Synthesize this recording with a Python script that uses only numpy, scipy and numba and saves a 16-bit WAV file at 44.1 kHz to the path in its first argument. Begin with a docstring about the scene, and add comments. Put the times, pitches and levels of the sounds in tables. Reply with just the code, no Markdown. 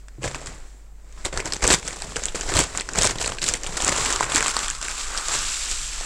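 """Fries tip over, then a paper bag is folded and slid away

A carton of fries tips over on a wooden table; then a stiff paper bag is gripped, folded, pressed flat
and slid away. Short decaying tones make the creases: single snaps and dense flurries of buckles.
Others make the boom of the table and the scrape of the flat bag. A noise tail gives the paper a small room.
A sine hum, a low rumble and air noise run throughout. One microphone with a bright peak hears it all.
"""
import sys
import numpy as np
from scipy import signal
from scipy.fft import rfft, irfft, next_fast_len
from scipy.io import wavfile
from scipy.ndimage import uniform_filter1d
from numba import njit

SR = 44100
rng = np.random.default_rng(int(sys.argv[2]) if len(sys.argv) > 2 else 0)


def file_out(sig):
    """Save sig as 16-bit WAV at sys.argv[1]."""
    # one column per channel
    cols = np.atleast_2d(sig).T
    # limit, then scale
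    lim = np.clip(cols, -1, 1)
    pcm = np.round(lim * 32767).astype(np.int16)
    wavfile.write(sys.argv[1], SR, pcm)


N = 266805  # length in samples

# steady low hum of an appliance: pitch_hz, rms_level_db
HUM = [(48.4, -40)]
# slowly wavering level of the low rumble: time_s, level_db
RUMBLE_LEVEL = [(0, -41.5), (.23, -40.5), (.7, -35), (.93, -44), (1.3, -32.5), (1.75, -45), (2.48, -26),
                (2.8, -35.5), (3.93, -32.5), (4.23, -36), (5.35, -30), (6.05, -30)]
# tone colour of the rumble: frequency_hz, relative_level_db
RUMBLE_COLOUR = [(10, -0.5), (20, 15), (38, 1), (50, -3), (62, -24), (90, -39.5)]
# tone colour of the air noise: frequency_hz, relative_level_db
AIR_COLOUR = [(50, 1), (80, 3), (140, 10), (300, -2), (900, -15), (2000, -32), (8000, -39), (15000, -28)]
# ringing tones of the wooden table top: pitch_hz, relative_level_db, time_to_fall_60_db_s
TABLE_MODES = [(130.6, -5, 0.64), (203, -15, 0.23), (313, -4.5, 0.061)]
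# knocks on the table: start_s, level_db
KNOCKS = [(0.184, -25.5), (0.234, -20.5), (0.28, -53), (0.348, -55), (0.471, -43), (3.967, -31),
          (4.228, -31), (4.348, -31), (4.706, -38), (5.349, -31), (5.8, -41.5)]
# flattened bag scraping the table: time_s, level_db
SCRAPE_LEVEL = [(3.7, -39), (3.88, -33), (4.2, -32), (4.26, -40), (4.33, -34), (4.68, -33.5), (4.73, -46.5),
                (4.85, -38), (5.0, -41), (5.15, -35.5), (5.36, -34), (5.47, -37), (5.7, -43), (6.05, -45)]
# flurries of buckling; swell and fade set how fast the level moves by 20 dB, body is how much big folds join in:
# peak_s, peak_level_db, swell_s, fade_s, body_db
FLURRIES = [(0.249, -31, 0.031, 0.11, 2), (.347, -40.5, 0.0048, 0.3, 2.5), (.462, -38, 0.0049, 0.082, -3.5),
            (1.179, -49.5, 0.0041, 0.26, 5), (1.253, -28.5, 0.011, 0.041, 1.5),
            (1.329, -38.5, 0.0095, .08, 5.5), (1.376, -34, 0.055, 0.087, 6.5), (1.457, -33, 0.018, 0.14, 3),
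            (1.526, -35.5, 0.0076, 0.15, 1), (1.636, -22.5, 0.023, 0.12, 2.5),
            (1.672, -24, 0.057, 0.058, 3.5), (1.71, -18.5, 0.037, .035, 0.5),
            (1.732, -14.5, 0.029, 0.048, -3), (1.886, -31.5, 0.12, 0.15, 0), (2.022, -44, .004, 0.04, -1),
            (2.102, -36.5, 0.17, 0.11, 1), (2.161, -41, .005, .07, 7), (2.277, -36, 0.54, 0.099, -0.5),
            (2.349, -31.5, 0.005, 0.29, 1), (2.493, -25.5, 0.023, 0.084, 0.5), (2.57, -25.5, 0.082, .04, 3),
            (2.603, -15.5, 0.062, 0.045, -0.5), (2.805, -35.5, 0.67, 0.051, 2),
            (2.92, -38, 0.15, 0.11, 2.5), (2.964, -30.5, .04, 0.47, 4.5), (2.99, -25.5, 0.044, 0.037, -2),
            (3.03, -17, 0.044, 0.051, -3), (3.072, -22.5, 0.06, 0.077, -6),
            (3.218, -22, 0.035, 0.036, -3.5), (3.27, -35.5, 0.024, .06, 2.5),
            (3.321, -30, 0.094, 0.055, 0.5), (3.386, -46, .005, .07, -8), (3.42, -34, 0.0057, .15, -20),
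            (3.483, -21, 0.079, 0.096, -10), (3.541, -30.5, 0.18, 0.036, 2.5),
            (3.636, -31.5, .005, 0.087, 0), (3.772, -30, .006, 0.035, -11), (3.813, -25, 0.019, 0.14, -4),
            (3.891, -27.5, 0.086, 0.19, 3), (4.092, -22.5, 0.56, 0.22, 0.5), (4.217, -33, 0.14, 0.34, 6.5),
            (4.357, -20.5, 0.085, 0.13, 5), (4.498, -20.5, 0.096, 0.044, 1),
            (4.571, -26.5, 0.085, 0.28, 2.5), (4.648, -37, 0.15, 0.062, 4), (4.703, -35, 0.1, 0.039, 0),
            (4.815, -31.5, 0.012, 0.6, 3.5), (4.993, -30.5, 0.36, 0.51, -24),
            (5.177, -28.5, 0.062, 0.069, 1.5), (5.286, -37, .01, 0.29, 13), (5.345, -24.5, 0.2, 0.26, -12),
            (5.716, -25, 0.017, 0.043, -6)]
# quiet rubbing between flurries, as fries settle, hands hold the bag and it slides away:
# time_s, level_db, body_db
RUBBING = [(0, -57, -2), (.06, -70, 9), (.17, -64, 7), (.5, -44.5, 3.5), (.7, -61, 4), (.94, -80, 15.5),
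           (1.2, -48, -1.5), (1.8, -56, -5), (2.7, -40.5, -11), (3.62, -72, 7), (4.78, -69, -27),
           (5.1, -39.5, 10), (5.25, -35, 4), (5.46, -26.5, -12), (5.72, -28, -3), (5.8, -30, -8.5),
           (6.05, -32.5, 1.5)]
# the bag goes from hollow to flat: begin_s, end_s
PRESSING_S = (3.73, 4.64)
# buckles by size, from fine creases to pushed air:
# lowest_pitch_hz, highest_pitch_hz, time_to_fall_60_db_cycles, buckles_per_s
BUCKLE_SIZES = [(2330, 19800, 6.7, 12000), (857, 2490, 6.6, 2500), (296, 800, 5.1, 900),
                (32, 206, 3.8, 200)]
# folds, panels and pushed air: level_over_fine_creases_db, share_of_body_db (plain factor), change_once_flat_db
LARGER_SIZES = [(-3, 1.16, -5), (-4, 1.36, -13.5), (-4.5, 1.46, -23.5)]
# single snaps, each level a starting point for its ring:
# start_s, snap_level_db, crease_pitch_hz, panel_level_db, panel_pitch_hz, crack_level_db
SNAPS = [(0.084, -28.5, 2550, -33, 1600, -37), (0.2212, -27, 2700, -26, 524, -50),
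         (0.2324, -13, 2820, -27, 970, -33), (0.2399, -13, 2530, -22, 513, -26),
         (0.2564, -29, 5600, -17.5, 600, -42), (0.2773, -9.5, 2130, -24, 649, -45),
         (0.3462, -10, 2520, -18.5, 1100, -52), (0.4154, -28, 2370, -28, 593, -55),
         (0.46, -19, 6840, -31, 1230, -43), (1.1253, -33, 6510, -59, 301, -52),
         (1.1757, -43, 5680, -35.5, 1140, -61), (1.2501, -9.5, 2090, -30, 2000, -15),
         (1.2544, -8.5, 3770, -28, 540, -15), (1.3269, -24, 3590, -28, 444, -34),
         (1.3404, -20, 4490, -21.5, 554, -26), (1.3747, -8, 4550, -13, 1500, -16),
         (1.4029, -7.5, 2340, -25, 566, -38), (1.4574, -8, 6400, -30, 310, -40),
         (1.5229, -3.5, 4640, -41, 303, -31), (1.5354, -5, 5290, -26, 425, -14),
         (1.5658, -15, 6110, -35.5, 393, -30), (1.6076, -22, 2060, -32, 450, -41),
         (1.6279, -6, 2160, -38, 1150, -27), (1.6403, -2, 6260, -22, 1930, -22),
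         (1.6524, -6, 2300, -17, 435, -29), (1.6684, -5, 6760, -19, 486, -18),
         (1.677, -1, 6150, -15, 435, 1), (1.708, -0.5, 4120, -16.5, 533, -7),
         (1.73, -2, 2270, -19, 1870, -7.5), (1.8285, -17, 2320, -29, 991, -43),
         (1.8777, -9, 6130, -21, 1420, -27), (1.8824, -15, 1980, -33, 1810, -13.5),
         (1.9081, -14, 2270, -39, 1170, -25), (2.0211, -11, 4940, -22.5, 815, -16.5),
         (2.1596, -8, 2860, -24, 514, -23), (2.1658, -7, 5550, -21, 480, -20),
         (2.2204, -19, 5410, -26, 554, -32), (2.2371, -8, 6620, -41, 1640, -26),
         (2.2558, -8.5, 7400, -32, 557, -12.5), (2.2847, -11.5, 3420, -32, 756, -39),
         (2.3464, -21, 2620, -17.5, 468, -43), (2.358, -12.5, 6700, -22, 1370, -36),
         (2.4104, -7.5, 6650, -27, 372, -26), (2.5392, -5.5, 4070, -25, 345, -13),
         (2.5683, -1, 4240, -29, 326, -8), (2.591, 0, 3140, -11, 980, -4),
         (2.6044, -7, 6500, -13.5, 484, -16), (2.7501, -17, 2080, -19, 1150, -24),
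         (2.7746, -6.5, 7040, -24, 1720, -17), (2.7984, -8.5, 4340, -41, 570, -29),
         (2.809, -8, 2600, -49, 404, -16), (2.8895, -10.5, 5700, -16, 1600, -32),
         (2.9351, -15, 6990, -41, 316, -29), (2.9577, -9, 6700, -17, 1550, -21),
         (2.9875, -3, 6600, -32, 573, -11), (3.014, -5, 4100, -16.5, 610, -10),
         (3.021, 1.5, 5600, -19, 1510, -15), (3.033, -1, 6700, -16, 1840, -10),
         (3.0525, -8, 5550, -14, 673, -9), (3.0724, -1, 6400, -13, 1550, -9),
         (3.1093, -7.5, 6600, -27, 540, -32), (3.185, -10.5, 3830, -34, 477, -33),
         (3.2061, -19, 5370, -23, 460, -20), (3.245, -6, 2750, -39, 2000, -39),
         (3.2603, -5, 4270, -25, 533, -18), (3.2773, -10, 2450, -23, 611, -10),
         (3.2989, -15, 6620, -30, 520, -36), (3.3204, -11.5, 2930, -17.5, 1100, -33),
         (3.385, -9.5, 2680, -36, 1720, -41), (3.4176, -8, 4320, -34, 617, -33),
         (3.429, -9.5, 5220, -38.5, 1600, -27), (3.4411, -7, 4830, -37, 1030, -10),
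         (3.488, 1, 6860, -26, 1220, -18), (3.5382, -4, 6260, -33, 880, -11),
         (3.6343, -11, 6320, -36, 1010, -30), (3.6646, -11, 3020, -33, 374, -47.5),
         (3.771, -9, 6690, -37, 993, -25), (3.8034, -7.5, 3540, -19, 804, -27),
         (3.8222, -15, 7000, -30.5, 985, -16), (3.8473, -3.5, 7100, -35, 1090, -11.5),
         (3.8802, -2, 6620, -23, 947, -10), (3.8934, -4.5, 6900, -22, 2000, -17),
         (3.9629, -8, 6820, -15.5, 996, -20), (4.0094, -24, 6940, -37, 662, -32),
         (4.0494, -12, 7040, -27, 580, -14), (4.1264, -6.5, 6660, -23, 982, -12),
         (4.1609, -3.5, 6650, -14, 1190, -21), (4.2083, -11, 6680, -3, 1010, -17),
         (4.2283, -10, 2060, -8, 1440, -22), (4.2423, -9.5, 2530, -36, 861, -19),
         (4.3201, -5, 3230, -13.5, 1180, -14), (4.3474, -5.5, 4200, -17, 312, -11),
         (4.3591, 0.5, 7200, -21, 1730, -11), (4.4069, -3.5, 2380, -22, 494, -17),
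         (4.4267, -4, 6850, -9, 1440, -25), (4.4613, -6, 2540, -11, 1220, -18),
         (4.4817, -7, 4660, -11, 1460, -8.5), (4.567, -3, 4470, -8, 1140, -11.5),
         (4.591, -8, 6940, -37, 1580, -23), (4.6448, -12, 3140, -30, 1260, -23),
         (4.6824, -7, 3370, -30, 1390, -14), (4.7013, -6.5, 6700, -36, 1460, -18),
         (4.7102, -15.5, 2800, -42, 1050, -17), (4.75, -15, 4800, -43, 1080, -31),
         (4.8145, -13.5, 7130, -39, 1370, -30), (4.8274, -8.5, 5970, -21, 1490, -26),
         (4.8835, -9.5, 2280, -27, 1780, -14.5), (5.1487, -32, 6260, -17, 1480, -31),
         (5.176, -4, 5310, -30, 1810, -14), (5.1854, -13, 5610, -21, 1230, -21),
         (5.2842, -8, 6960, -33, 1280, -19), (5.3504, -16, 6020, -20, 1060, -19),
         (5.7144, -17, 6610, -32, 1440, -15), (5.7178, -25, 6820, -36, 1480, -30),
         (6.0104, -16, 5940, -26, 720, -27.5)]
# tone colour of the microphone: frequency_hz, gain_db
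MIC_COLOUR = [(20, -3.5), (3000, -2.5), (5500, 0.5), (6600, 2), (7600, 8), (8400, 0.5), (9500, -6),
              (11700, -17.5), (14000, -32), (16000, -27)]

AIR_DB, HISS_DB = -58.5, -70  # rms, the hiss before the final treble cut
ROOM_T60_LOW_S, ROOM_T60_HIGH_S, ROOM_DB = 0.13, 0.073, -19  # time to fall 60 dB; tail level
POCKET_HZ, POCKET_RISE_HZ_PER_S = 1157, 142  # the air pocket shrinks, so its pitch rises
UNEVEN_HOLLOW_DB, UNEVEN_FLAT_DB, UNEVEN_RUB_DB = 4, 2.5, -3.6  # spread of buckle sizes
ROUNDNESS = 1.128  # above 1: a flurry has a flatter top and steeper ends
CLIP = 0.85  # largest level the microphone passes
TOP_HZ = 15900  # edge of the steep treble cut


def undb(db):
    """Turn decibels into a plain gain."""
    return 10 ** (np.asarray(db) / 20)


def unit(x):
    """Scale a sound to rms 1."""
    return x / np.sqrt(np.mean(x ** 2))


def curve(table):
    """Draw straight lines between the table rows, one value per sample for each column."""
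    s, *columns = np.transpose(table)
    return [np.interp(np.arange(N) / SR, s, column) for column in columns]


def log_gain(colour, size):
    """Natural log of the gain of a tone colour, at each frequency of a transform."""
    hz, db = np.transpose(colour)
    bin_hz = np.arange(size // 2 + 1) * SR / size
    return np.log(undb(np.interp(np.log(bin_hz + 1), np.log(hz), db)))


def noise(colour):
    """Steady noise of a given tone colour, rms 1."""
    size = next_fast_len(N)
    spectrum = rfft(rng.standard_normal(size)) * np.exp(log_gain(colour, size))
    return unit(irfft(spectrum, size)[:N])


def coloured(x, colour, size=2048):
    """Filter a sound with a given tone colour, without any ringing ahead of a sound."""
    cepstrum = irfft(log_gain(colour, size), size)
    # folding the second half onto the first makes the filter act only after its input
    cepstrum[1:size // 2] *= 2
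    cepstrum[size // 2 + 1:] = 0
    response = irfft(np.exp(rfft(cepstrum)), size)
    return signal.fftconvolve(x, response)[:N]


@njit
def rings(count, start, hz, t60, size, rise, sr):
    """Add up decaying sines, each swelling over its first cycles."""
    out = np.zeros(count)
    for k in range(len(start)):
        # a shrinking turn in the complex plane: one multiplication moves the sine on by a sample
        turn = np.exp(2j * np.pi * hz[k] / sr - np.log(1000) / (t60[k] * sr))
        swell_step = np.exp(-hz[k] / (rise * sr))
        z = size[k] + 0j
        gap = 1.
        for i in range(start[k], min(count, start[k] + int(t60[k] * sr))):
            gap *= swell_step
            out[i] += z.imag * (1 - gap)
            z *= turn
    return out


def ring(s, hz, t60, size, rise=0.11):
    """Decaying tones starting at times s, with t60 in seconds and rise in cycles."""
    start = (s * SR).astype(np.int64)
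    return rings(N, start, 1. * hz, 1. * t60, 1. * size, max(rise, .05), 1. * SR)


def steady(x, seconds):
    """Even out the slow level of a sound but keep its grain."""
    span = int(SR * seconds)
    power = uniform_filter1d(uniform_filter1d(x ** 2, span), span)
    return x / np.sqrt(power + 1e-12)


def background():
    """Steady sine hum, wavering low rumble and faint steady air noise."""
    t = np.arange(N) / SR
    # a sine peaks at root 2 times its rms
    hum = sum(undb(db) * np.sqrt(2) * np.sin(2 * np.pi * hz * t) for hz, db in HUM)
    rumble = undb(curve(RUMBLE_LEVEL)[0]) * noise(RUMBLE_COLOUR)
    air = undb(AIR_DB) * noise(AIR_COLOUR)
    return hum + rumble + air


def room(x):
    """Scattered echoes of a small bare room: fading noise, with the treble dying sooner."""
    t = np.arange(SR) / SR
    spray = rng.standard_normal(SR) * np.clip((t - .004) / 0.031, 0, 1)
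    low = signal.sosfilt(signal.butter(1, 2000, fs=SR, output="sos"), spray)
    high = spray - low
    tail = low * 1000. ** (-t / ROOM_T60_LOW_S) + high * 1000. ** (-t / ROOM_T60_HIGH_S)
    tail = tail / np.sqrt(np.sum(tail ** 2))
    return signal.fftconvolve(x, tail)[:N] * undb(ROOM_DB)


def table():
    """Knocks set the low tones of the wooden top ringing."""
    s, db = np.transpose(KNOCKS)
    return sum(ring(s, hz + 0 * s, t60 + 0 * s, undb(db + mode_db)) for hz, mode_db, t60 in TABLE_MODES)


def scrape():
    """Fibres catch and slip; each slip rings the hollow pocket under the hand, at a slightly varied pitch."""
    begin_s = SCRAPE_LEVEL[0][0]
    when, detune, strength = rng.random((12000, 3)).T
    at = (when * N).astype(int)
    pocket_hz = POCKET_HZ + POCKET_RISE_HZ_PER_S * np.maximum(at / SR - begin_s, 0)
    hz = pocket_hz * 2 ** (.5 * (detune - .5))  # up to a quarter octave either way
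    size = undb(-2.2 * np.log(1 - strength))
    slips = ring(at / SR, hz, 8.7 / hz, size, rise=2.6)
    touching = np.clip((np.arange(N) / SR - begin_s) / 0.12, 0, 1)
    return touching * undb(curve(SCRAPE_LEVEL)[0]) * steady(slips, 0.21)


def flurries(body_share):
    """Power of all flurries and of the rubbing; body_share lets the body column through."""
    t = np.arange(0, N / SR + .002, .001)  # a coarse clock is enough for slow levels
    peak_s, peak_db, swell_s, fade_s, body_db = np.transpose(FLURRIES)[:, :, None]
    before = (peak_s - t) / np.maximum(swell_s, .002)
    after = (t - peak_s) / np.maximum(fade_s, .005)
    away = np.where(t < peak_s, before, after)
    burst_db = peak_db + body_share * body_db - 20 * away ** ROUNDNESS
    burst = np.sum(undb(burst_db) ** 2, axis=0)
    s, rub_db, rub_body_db = np.transpose(RUBBING)
    rub = undb(np.interp(t, s, rub_db + body_share * rub_body_db)) ** 2
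    return np.array([np.interp(np.arange(N) / SR, t, power) for power in (burst, rub)])


def rustle():
    """Swarms of buckles of four sizes; when the sheet gives way, all sizes jump together."""
    flat = np.interp(np.arange(N) / SR, PRESSING_S, (0, 1))  # 0 hollow, 1 flat
    burst, rub = flurries(0)
    burst_uneven_db = UNEVEN_HOLLOW_DB + (UNEVEN_FLAT_DB - UNEVEN_HOLLOW_DB) * flat
    uneven_db = (burst * burst_uneven_db + rub * UNEVEN_RUB_DB) / (burst + rub)
    levels_db = [10 * np.log10(burst + rub)]
    for over_db, share, change_db in LARGER_SIZES:
        power = flurries(share).sum(axis=0)
        levels_db.append(10 * np.log10(power) + over_db + change_db * flat)
    # the sheet yields suddenly, about 250 times a second, and settles within milliseconds
    chance, depth = rng.random((N, 2)).T
    yields = -np.log(1 - depth) * (chance < 250 / SR)
    giving_way = signal.lfilter([1], [1, -np.exp(-1 / (0.0068 * SR))], yields)
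    out = 0
    for (low_hz, high_hz, cycles, rate), db in zip(BUCKLE_SIZES, levels_db):
        when, pitch, strength, sign = rng.random((int(rate * N / SR), 4)).T
        at = (when * N).astype(int)
        hz = low_hz * (high_hz / low_hz) ** pitch
        # few large buckles among many small ones; an even rub has no large ones
        excess = np.minimum(0.69 * giving_way[at] - 0.12 * np.log(1 - strength), 3.5)
        size = undb(np.maximum(uneven_db[at], 0) * excess) * (sign - .5)
        swarm = ring(at / SR, hz, cycles / hz, size * hz ** 0.51, rise=0.8)
        out = out + undb(db) * steady(swarm, 0.19 + 6 / low_hz)
    return out


def snaps():
    """A crease flips: a short ring, a bright crack, a tight spray of neighbours and a hollow panel thud."""
    s, snap_db, crease_hz, panel_db, panel_hz, crack_db = np.transpose(SNAPS)
    crease = ring(s, crease_hz, 9.9 / crease_hz + 0.0008, undb(snap_db - 2), rise=0.22)
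    crack = ring(s, 8200 + 0 * s, 0.0016 + 0 * s, undb(crack_db + 6), rise=0.27)
    # raised because a short thud peaks well above its mean level
    thud = ring(s, panel_hz, 8.4 / panel_hz, undb(panel_db + 6), rise=0.32)
    out = crease + crack + thud
    chance = rng.random((len(s), 36, 3))  # 36 neighbours for each snap
    for late, pitch, size in np.moveaxis(chance, 0, 2):
        hz = 1500 + 14000 * pitch ** 1.4
        # many neighbours follow closely, weaker ones trail up to 14 ms behind
        neighbour_s = s + 0.014 * late ** 3.2
        neighbour_size = undb(snap_db - 8.5 - 3.9 * late) * (2 * size - 1)
        out += ring(neighbour_s, hz, 17.0 / hz, neighbour_size, rise=1.0)
    return out


def scene():
    """Paper and its room tail, table knocks and background at one point."""
    paper = rustle() + snaps() + scrape()
    mono = paper + room(paper) + table() + background()
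    return np.array([mono, mono])


def record(dry):
    """One microphone feeds both channels: bright peak, falling top, own hiss, clipping, steep treble cut."""
    x = coloured(dry[0], MIC_COLOUR) + undb(HISS_DB) * rng.standard_normal(N)
    clipped = np.clip(x, -CLIP, CLIP)
    x = signal.sosfilt(signal.ellip(10, .2, 60, TOP_HZ, fs=SR, output="sos"), clipped)
    return np.array([x, x])


dry = scene()
out = record(dry)
file_out(out)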